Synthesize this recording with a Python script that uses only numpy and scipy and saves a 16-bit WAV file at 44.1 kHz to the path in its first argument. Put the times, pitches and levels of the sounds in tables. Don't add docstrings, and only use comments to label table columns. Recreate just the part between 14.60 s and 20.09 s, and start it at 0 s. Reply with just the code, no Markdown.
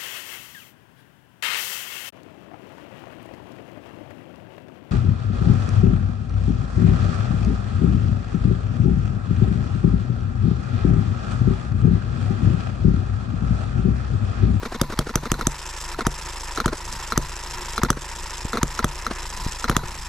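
import sys
import numpy as np
from scipy import signal
from scipy.fft import rfft, irfft, next_fast_len
from scipy.io import wavfile
from scipy.ndimage import uniform_filter1d, map_coordinates

SR = 44100
rng = np.random.default_rng(int(sys.argv[2]) if len(sys.argv) > 2 else 0)


def wrap_up_sound(samples):
    columns = np.atleast_2d(samples).T
    tamed = np.clip(columns, -1, 1)
    steps = np.round(tamed * 32767).astype(np.int16)
    wavfile.write(sys.argv[1], SR, steps)


def volts_from_decibels(level):
    exponent = np.asarray(level, float) / 20
    return 10 ** exponent


N = 241917
TIME = np.arange(N) / SR


def unit(x):
    return x / np.sqrt(np.mean(x ** 2) + 1e-20)


def along(points, hz):
    f, v = np.transpose(points)
    return np.interp(np.log(hz + 1), np.log(f + 1), v)


def wobble(rate):
    return map_coordinates(rng.standard_normal(int(N * rate / SR) + 4), [TIME * rate])


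def noise():
    return rng.standard_normal(N)


def filtered(x, response):
    m = next_fast_len(N + SR // 2)
    return irfft(rfft(x, m) * response(np.fft.rfftfreq(m, 1 / SR)), m)[..., :N]


def resonances(modes):
    def response(f):
        total = 0
        for k, (centre, width, db) in enumerate(modes):
            damping = 1j * f * width
            total = total + (-1) ** k * volts_from_decibels(db) * damping / (centre * centre - f * f + damping)
        return total
    return response


def coloured(spectrum):
    return unit(filtered(noise(), lambda hz: volts_from_decibels(along(spectrum, hz))))


def swells(times, dbs, rise, fall):
    total = 0
    for s, db in zip(times, dbs):
        total = total + volts_from_decibels(db) * np.exp(np.where(TIME < s, (TIME - s) / rise, (s - TIME) / fall))
    return total


def impulses(times, dbs):
    return np.bincount(np.round(np.asarray(times) * SR).astype(int), volts_from_decibels(dbs), N + SR)[:N]


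# (frequency [Hz], relative level per Hz [dB])
FLOOR = [(25, 13.5), (60, -1), (150, 0.5), (200, -7.5), (600, -27), (1000, 1.5), (2000, -69), (4000, -14),
         (8000, -44), (12000, -23), (15000, -56)]


def gears_and_air():
    return volts_from_decibels(-39.0 + 4.7 * wobble(8)) * coloured(FLOOR)


# (time [s], relative level [dB])
THUDS = [(3.847, -9.5), (4.86, -8)]


def thuds():
    s, db = np.transpose(THUDS)
    dent = uniform_filter1d(swells(s + 0.0056, db + 0.5, rise=0.0018, fall=0.00021), size=50)
    return -filtered(dent, resonances([(70.0, 1100, 0.0042)]))


def openings():
    return np.sort([row[0] for row in POPS + PUFFS])


USUAL_TURNS_PER_S = 13.7
OPENING_BEFORE_S, OPENING_AFTER_S = -.057, 5.514
OPENS_AT_TURN, SAG_TURNS_PER_S2 = .268, 2.6


def camshaft():
    s = np.r_[OPENING_BEFORE_S, openings(), OPENING_AFTER_S]
    whole_turns = np.round(np.diff(s) * USUAL_TURNS_PER_S)
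    turns = np.r_[0, np.cumsum(whole_turns)] - 1 + OPENS_AT_TURN
    k = np.searchsorted(s, TIME)
    sag = SAG_TURNS_PER_S2 / 2 * (TIME - s[k - 1]) * (s[k] - TIME)
    return np.interp(TIME, s, turns) + sag


SHAKE_GROWS = 1.5


def shake(cam):
    speed = uniform_filter1d(np.gradient(cam) * SR, size=6000, mode="nearest")
    return (speed / USUAL_TURNS_PER_S) ** SHAKE_GROWS


QUIET_AFTER_POP_S, QUIET_AFTER_PUFF_S = 0.025, 0.017


def latch_out():
    s = openings()
    spans = [(-1, s[0])]
    spans += [(row[0], s[np.searchsorted(s, row[0])]) for row in CLINKS]
    spans += [(row[0], row[0] + QUIET_AFTER_POP_S) for row in POPS]
    spans += [(row[0], row[0] + QUIET_AFTER_PUFF_S) for row in PUFFS]
    inside = np.any([(TIME > a) & (TIME < b) for a, b in spans], axis=0)
    return uniform_filter1d(1.0 * inside, size=500)


GUSH_START, GUSH_HOLD, GUSH_FADE, LULL_DB = 0.672, 0.64, 0.22, -11
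SURGE_DB, SURGE_AT, SURGE_WIDTH = 6, 0.005, 0.03
SURGE_WEAKER_DB = 4
CATCH_AT, CATCH_WIDTH, CATCH_DB = 0.09, 0.05, -5


def gush(cam):
    since = (2 * cam - GUSH_START) % 1
    fade = np.clip((since - GUSH_HOLD) / GUSH_FADE, 0, 1)
    centre = (2 * cam + .5) % 1 - .5
    surge_db = SURGE_DB - SURGE_WEAKER_DB * (np.round(2 * cam) % 2)
    surge = surge_db * np.exp(-((centre - SURGE_AT) / SURGE_WIDTH) ** 2)
    catch = CATCH_DB * np.exp(-((centre - CATCH_AT) / CATCH_WIDTH) ** 2)
    return uniform_filter1d(LULL_DB * fade, size=60) + surge + catch


THROB_DB = -34.5


def throb(cam, shut):
    turn = 2 * cam % 1
    lag = (turn - .33 + .5) % 1 - .5
    suction = -np.exp(-(lag / np.where(lag < 0, .14, .12)) ** 2)
    squeeze = 0.4 * np.exp(-(((turn + .5) % 1 - .55) / 0.058) ** 2)
    pressure = suction + squeeze
    level = volts_from_decibels(THROB_DB - 0.63 * shut + 0.3 * wobble(47))
    return shake(cam) * level * unit(pressure - pressure.mean())


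# (frequency [Hz], width of each of two passes [Hz], relative level [dB])
SEAT = [(3320, 1830, 0), (5290, 1060, 2.5), (6490, 930, -3), (7536, 840, 1.5), (9300, 3900, -4.5),
        (10690, 420, -12), (11930, 9700, -12)]
# (frequency [Hz], width [Hz], relative level [dB])
ROAR = [(359.7, 21, -4), (551, 25, -12), (920, 163, -4), (1330, 300, -7), (1790, 315, -6.5),
        (2680, 390, -12.5)]
HISS_DB, ROAR_DB = -37.5, -37.5


def rushing_air(cam, shut):
    gush_db = gush(cam)
    hiss = 0
    for hz, width, db in SEAT:
        ring = resonances([(hz, width, 0)])
        whistle = unit(filtered(noise(), lambda f: ring(f) ** 2))
        hiss = hiss + volts_from_decibels(db + 0.85 * wobble(70)) * whistle
    roar = unit(filtered(noise(), resonances(ROAR)))
    hiss_level = volts_from_decibels(HISS_DB + gush_db - 17.2 * shut + 1.2 * wobble(30))
    roar_level = volts_from_decibels(ROAR_DB + 0.35 * gush_db - 9.2 * shut + 1.3 * wobble(25))
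    return hiss_level * unit(hiss) + roar_level * roar


# (position [cam turns], ring [Hz], width of each of two passes [Hz], relative level [dB])
TICKS = [(-.008, 6250, 1100, 10), (-.13, 7450, 600, 2), (.38, 7450, 600, 1), (.315, 955, 150, 4),
         (0.328, 3500, 1900, 7), (.34, 10000, 3600, 1), (.345, 1550, 900, 2.5), (0.4, 5350, 1100, 3),
         (.497, 5250, 650, 7), (0.5, 470, 520, 0.5), (.012, 480, 420, 1), (.228, 430, 460, 0.5),
         (.005, 2300, 2600, 5.5)]


def cam_ticks(cam, shut):
    turns = np.arange(1, int(cam[-1]))
    ticks = np.zeros(N)
    for part, ring_hz, width, db in TICKS:
        times = np.interp(turns + part, cam, TIME)
        blows = impulses(times, db + rng.normal(0, 0.24, len(turns)))
        ring = resonances([(ring_hz, width, 0)])
        ticks = ticks + SR / width * filtered(blows, lambda hz: ring(hz) ** 2)
    return volts_from_decibels(-41.0 - 16.0 * shut) * ticks


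def coasting(cam):
    shut = latch_out()
    return throb(cam, shut) + rushing_air(cam, shut) + cam_ticks(cam, shut)


# (time [s], relative level [dB])
PUFFS = [(0.03, -18.5), (0.122, -18.5), (0.3, -18.5), (0.469, -17), (0.633, -18.5), (0.792, -16),
         (1.389, -13.5), (1.9816, -16), (2.129, -12), (3.37, -17.5), (3.954, -14), (4.51, -12.5),
         (5.234, -18.5)]
# (frequency [Hz], relative level per Hz [dB])
BREATH = [(88, 5), (150, 0), (1030, -4.5), (1460, -3.5), (2380, -14.5), (3720, -18), (4400, -16.5),
          (10400, -26), (13000, -42)]


def puffs():
    s, db = np.transpose(PUFFS)
    pats = swells(s + 0.00054, db + 7.0, rise=0.00019, fall=0.00035)
    pats = pats + swells(s + 0.002965, db + 3.0, rise=0.00022, fall=0.0018)
    body = filtered(pats, resonances([(407, 310, -1.74)]))
    breath = swells(s + 0.0032, db - 8.5, rise=0.0066, fall=0.0084) * coloured(BREATH)
    return body + breath


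# (time [s], relative clink or tick level [dB], relative snort level [dB])
CLINKS = [(0.0534, -28, -35.5), (0.1453, -27.5, -35.5), (0.2348, -31, -43), (0.323, -25.5, -34),
          (0.4096, -30, -39.5), (0.4929, -24, -35.5), (0.574, -29, -44), (0.6554, -23, -34),
          (0.741, -21.5, -41.5), (0.811, -17, -34), (1.3453, -28, -55), (1.4078, -21, -34.5),
          (1.975, -17, -42), (2.0019, -15, -34.5), (2.08, -17.5, -35.5), (2.522, -14, -35),
          (3.1793, -15, -34.5), (3.2488, -18, -35), (3.3293, -24.5, -49), (3.932, -18, -34.5),
          (3.972, -15.5, -33.5), (4.1913, -13.5, -34), (4.466, -15, -37), (5.0423, -14.5, -34.5),
          (5.084, -23, -39), (5.1136, -21, -35), (5.193, -29, -47)]
# (frequency [Hz], relative level [dB], time to fall by 60 dB [s])
LATCH = [(1364, -7.5, 0.043), (4087, -10.5, 0.024), (6000, -3.5, 0.0034), (1300, -2.5, 0.019)]
HIGHER_AFTER_POP, LATCH_SCATTER = 1.05, 0.012


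def clinks():
    out, t = np.zeros(N + SR), np.arange(SR // 10) / SR
    for s, db, _ in CLINKS:
        after_pop = any(0 < s - row[0] < .04 for row in POPS)
        pitch = (HIGHER_AFTER_POP if after_pop else 1) + LATCH_SCATTER * rng.standard_normal()
        ring = 0
        for hz, level, t60 in LATCH:
            tone_hz = hz * (pitch if hz < 2000 else 1)
            phase = 2 * np.pi * tone_hz * t + 0.022 * np.cumsum(rng.standard_normal(len(t)))
            ring = ring + volts_from_decibels(level + rng.normal(0, 1.0) - 60 * t / t60) * np.sin(phase)
        rattle = 0.12 * volts_from_decibels(-60 * t / 0.037) * rng.standard_normal(len(t))
        attack = 1 - np.exp(-t / 0.0001)
        out[round(s * SR):][:len(t)] += volts_from_decibels(db + 4.0) * (ring + rattle) * attack
    return out[:N]


# (frequency [Hz], width [Hz], relative level [dB])
SNORT = [(232, 76, 9), (430, 600, 5.5), (1070, 250, 10), (2110, 480, 4.5), (3590, 300, 3), (5730, 1940, -5)]
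FLUTTER_HZ, FLUTTER_RISE_HZ_PER_S, FLUTTER_FADE_S = 194.4, 3000, 0.024
FIRST_GULP = 0.54
SUCK_DB = 8


def snorts():
    s, _, snort_db = np.transpose(CLINKS)
    stroke = sum(volts_from_decibels(db) * np.exp(-((TIME - at - .012) / 0.011) ** 4) for at, db in zip(s, snort_db))
    last_start = s[np.maximum(np.searchsorted(s, TIME) - 1, 0)]
    since = np.clip(TIME - last_start, 0, .033)
    bounces = FLUTTER_HZ * since + FLUTTER_RISE_HZ_PER_S / 2 * since ** 2
    bounces = bounces + FIRST_GULP + .05 * wobble(60)
    gulp = np.exp(3 * np.cos(2 * np.pi * bounces)) * volts_from_decibels(2 * wobble(250))
    stroke = stroke * np.exp(.4 - since / FLUTTER_FADE_S)
    beat = unit(filtered(gulp, resonances(SNORT[:2])))
    rasp = unit(filtered(gulp ** 0.15 * noise(), resonances(SNORT[2:])))
    pull = swells(s + 0.0028, snort_db + SUCK_DB, rise=0.00092, fall=0.01)
    suck = filtered(pull, resonances([(90, 140, 0)]))
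    return stroke * (beat + volts_from_decibels(-1.0) * rasp) - suck


# (time [s], relative crack level [dB], relative sizzle level [dB])
POPS = [(0.213, -13, 4), (0.389, -11.5, 4.5), (0.555, -11, 4.5), (0.716, -10, 4.5), (0.868, -12, 5),
        (1.4661, -8.5, 0.5), (2.0578, -8.5, -1), (2.575, -9, 2), (3.2326, -7.5, -3.5), (3.302, -3.5, 2),
        (4.0294, -9, 1.5), (4.2425, -7, -1.5), (5.0957, -7, -1.5), (5.1648, -4.5, 5)]
# (frequency [Hz], width [Hz], relative level [dB])
CRACK = [(1252, 210, 3), (1920, 330, -10.5), (3380, 680, -7.5), (4940, 520, -9.5), (6110, 470, -3.5),
         (7590, 660, -6), (10600, 2300, -12)]
# (frequency [Hz], width [Hz], relative level [dB])
PIPE = [(148, 41, -3), (242, 103, -1), (341, 56, -3.5)]
# (frequency [Hz], width [Hz], relative level [dB])
BASE = [(37.8, 14.4, -10), (49.2, 4.4, -8.5), (112, 76, -9), (141.2, 7.9, -2)]
# (time before it [s], width [s], swing of pressure before shaking)
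ROCK = [(0.012, 0.0048, -0.058), (0.00083, 0.0027, 0.047)]
PUSH_DB, PUSH_GROWS = 3, 0.17
AFTERBLOW_DB, AFTERBLOW_S = -25, 0.013


def pops(cam):
    s, crack_db, sizzle_db = np.transpose(POPS)
    low, high = CRACK[:2], CRACK[1:]
    onset = 1e-4
    click = swells(s + 0.00079, crack_db + 17.0, rise=.00008, fall=.00008)
    snap = filtered(click, resonances(low))
    burst = swells(s + 0.00196, sizzle_db, rise=0.00082, fall=0.00063)
    burst = burst + swells(s + 0.0014, crack_db - 5.0, onset, fall=0.0066)
    crack = filtered(burst * noise(), resonances(high))

    def pipe_and_base(hz):
        outward = sum(resonances([mode])(hz) for mode in PIPE)
        recoil = sum(resonances([mode])(hz) for mode in BASE)
        return outward - recoil
    push = shake(cam) ** PUSH_GROWS * swells(s + .0025, PUSH_DB + 0 * s, rise=.0004, fall=.0033)
    thump = filtered(push, pipe_and_base)

    ended = np.clip(swells(s, 0 * s, onset, fall=0.077), 0, 1)
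    leak = swells(s - .016, crack_db - 18.0, onset, fall=0.023) * (1 - ended)
    leak_modes = [(928, 49, 19), (1860, 350, 7.0), (5040, 800, -3.5)]
    leak = leak * unit(filtered(noise(), resonances(leak_modes)))

    rock = 0
    for at in s:
        for before, width, swing in ROCK:
            rock = rock + swing * np.exp(-((TIME - at + before) / width) ** 2)
    gas = unit(filtered(noise(), resonances([(266, 280, 1.0), (640, 310, -0.71)])))
    afterblow = swells(s + 0.005, AFTERBLOW_DB + 0 * s, rise=0.0023, fall=AFTERBLOW_S) * gas
    return afterblow + snap + crack + thump + leak + shake(cam) ** 2 * rock


# (frequency [Hz], time to fall by 60 dB [s])
SHOP = [(100, 0.05), (1000, 0.33), (8000, 0.36)]


def shop(x):
    hz, t, z = signal.stft(rng.standard_normal((2, SR // 2)), SR, nperseg=256)
    fading = z * volts_from_decibels(-60 * t / along(SHOP, hz)[:, None])
    tail = signal.istft(fading, SR, nperseg=256)[1]
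    late = np.pad(x, (250, 0))[None]
    return signal.fftconvolve(late, tail / np.linalg.norm(tail[0]), axes=1)[:, :N]


# (frequency [Hz], left minus right [dB])
LEFT = [(40, 1.2), (180, 1.3), (550, 1.2), (1650, -0.3), (4970, 0), (15000, -4)]
# (frequency [Hz], share [dB])
APART = [(40, -52), (150, -32), (400, -19.5), (1000, -20), (2300, -6), (4500, -3), (8000, -16.5),
         (13000, -2)]


def two_ports(engine):
    side = np.array([[.5], [-.5]])

    def path(hz):
        return volts_from_decibels(side * along(LEFT, hz)) * np.exp(2j * np.pi * hz * side * 0.71 / SR)
    direct = filtered(engine, path)
    z = signal.stft(engine, nperseg=128)[2]
    shuffled = z * np.exp(2j * np.pi * rng.random(z.shape))
    spread = signal.istft(shuffled, nperseg=128)[1][:N]
    return direct + 2 * side * filtered(spread, lambda hz: volts_from_decibels(along(APART, hz)))


def scene():
    cam = camshaft()
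    engine = gears_and_air() + thuds() + coasting(cam) + puffs() + clinks() + snorts() + pops(cam)
    return two_ports(engine) + volts_from_decibels(-19.5) * shop(engine)


GAIN_MEMORY_S, GAIN_REST_DB = 0.24, -28.5
GAIN_SHARE = 0.4


def gain_control(x):
    keep = np.exp(-1 / (GAIN_MEMORY_S * SR))
    rest = volts_from_decibels(GAIN_REST_DB) ** 2
    power = signal.lfilter([1 - keep], [1, -keep], np.mean(x ** 2, axis=0), zi=[rest])[0]
    return x * np.maximum(power / rest, 1) ** (-GAIN_SHARE / 2)


def roll_off(x):
    return signal.sosfilt(signal.butter(12, 16480, fs=SR, output="sos"), x)


def record(dry):
    def microphone(hz):
        return 1j * hz / (12 + 1j * hz) / (1 + (hz / 14300) ** 18)
    mix = filtered(gain_control(dry), microphone)
    return roll_off(mix)


dry = scene()
out = record(dry)
wrap_up_sound(out)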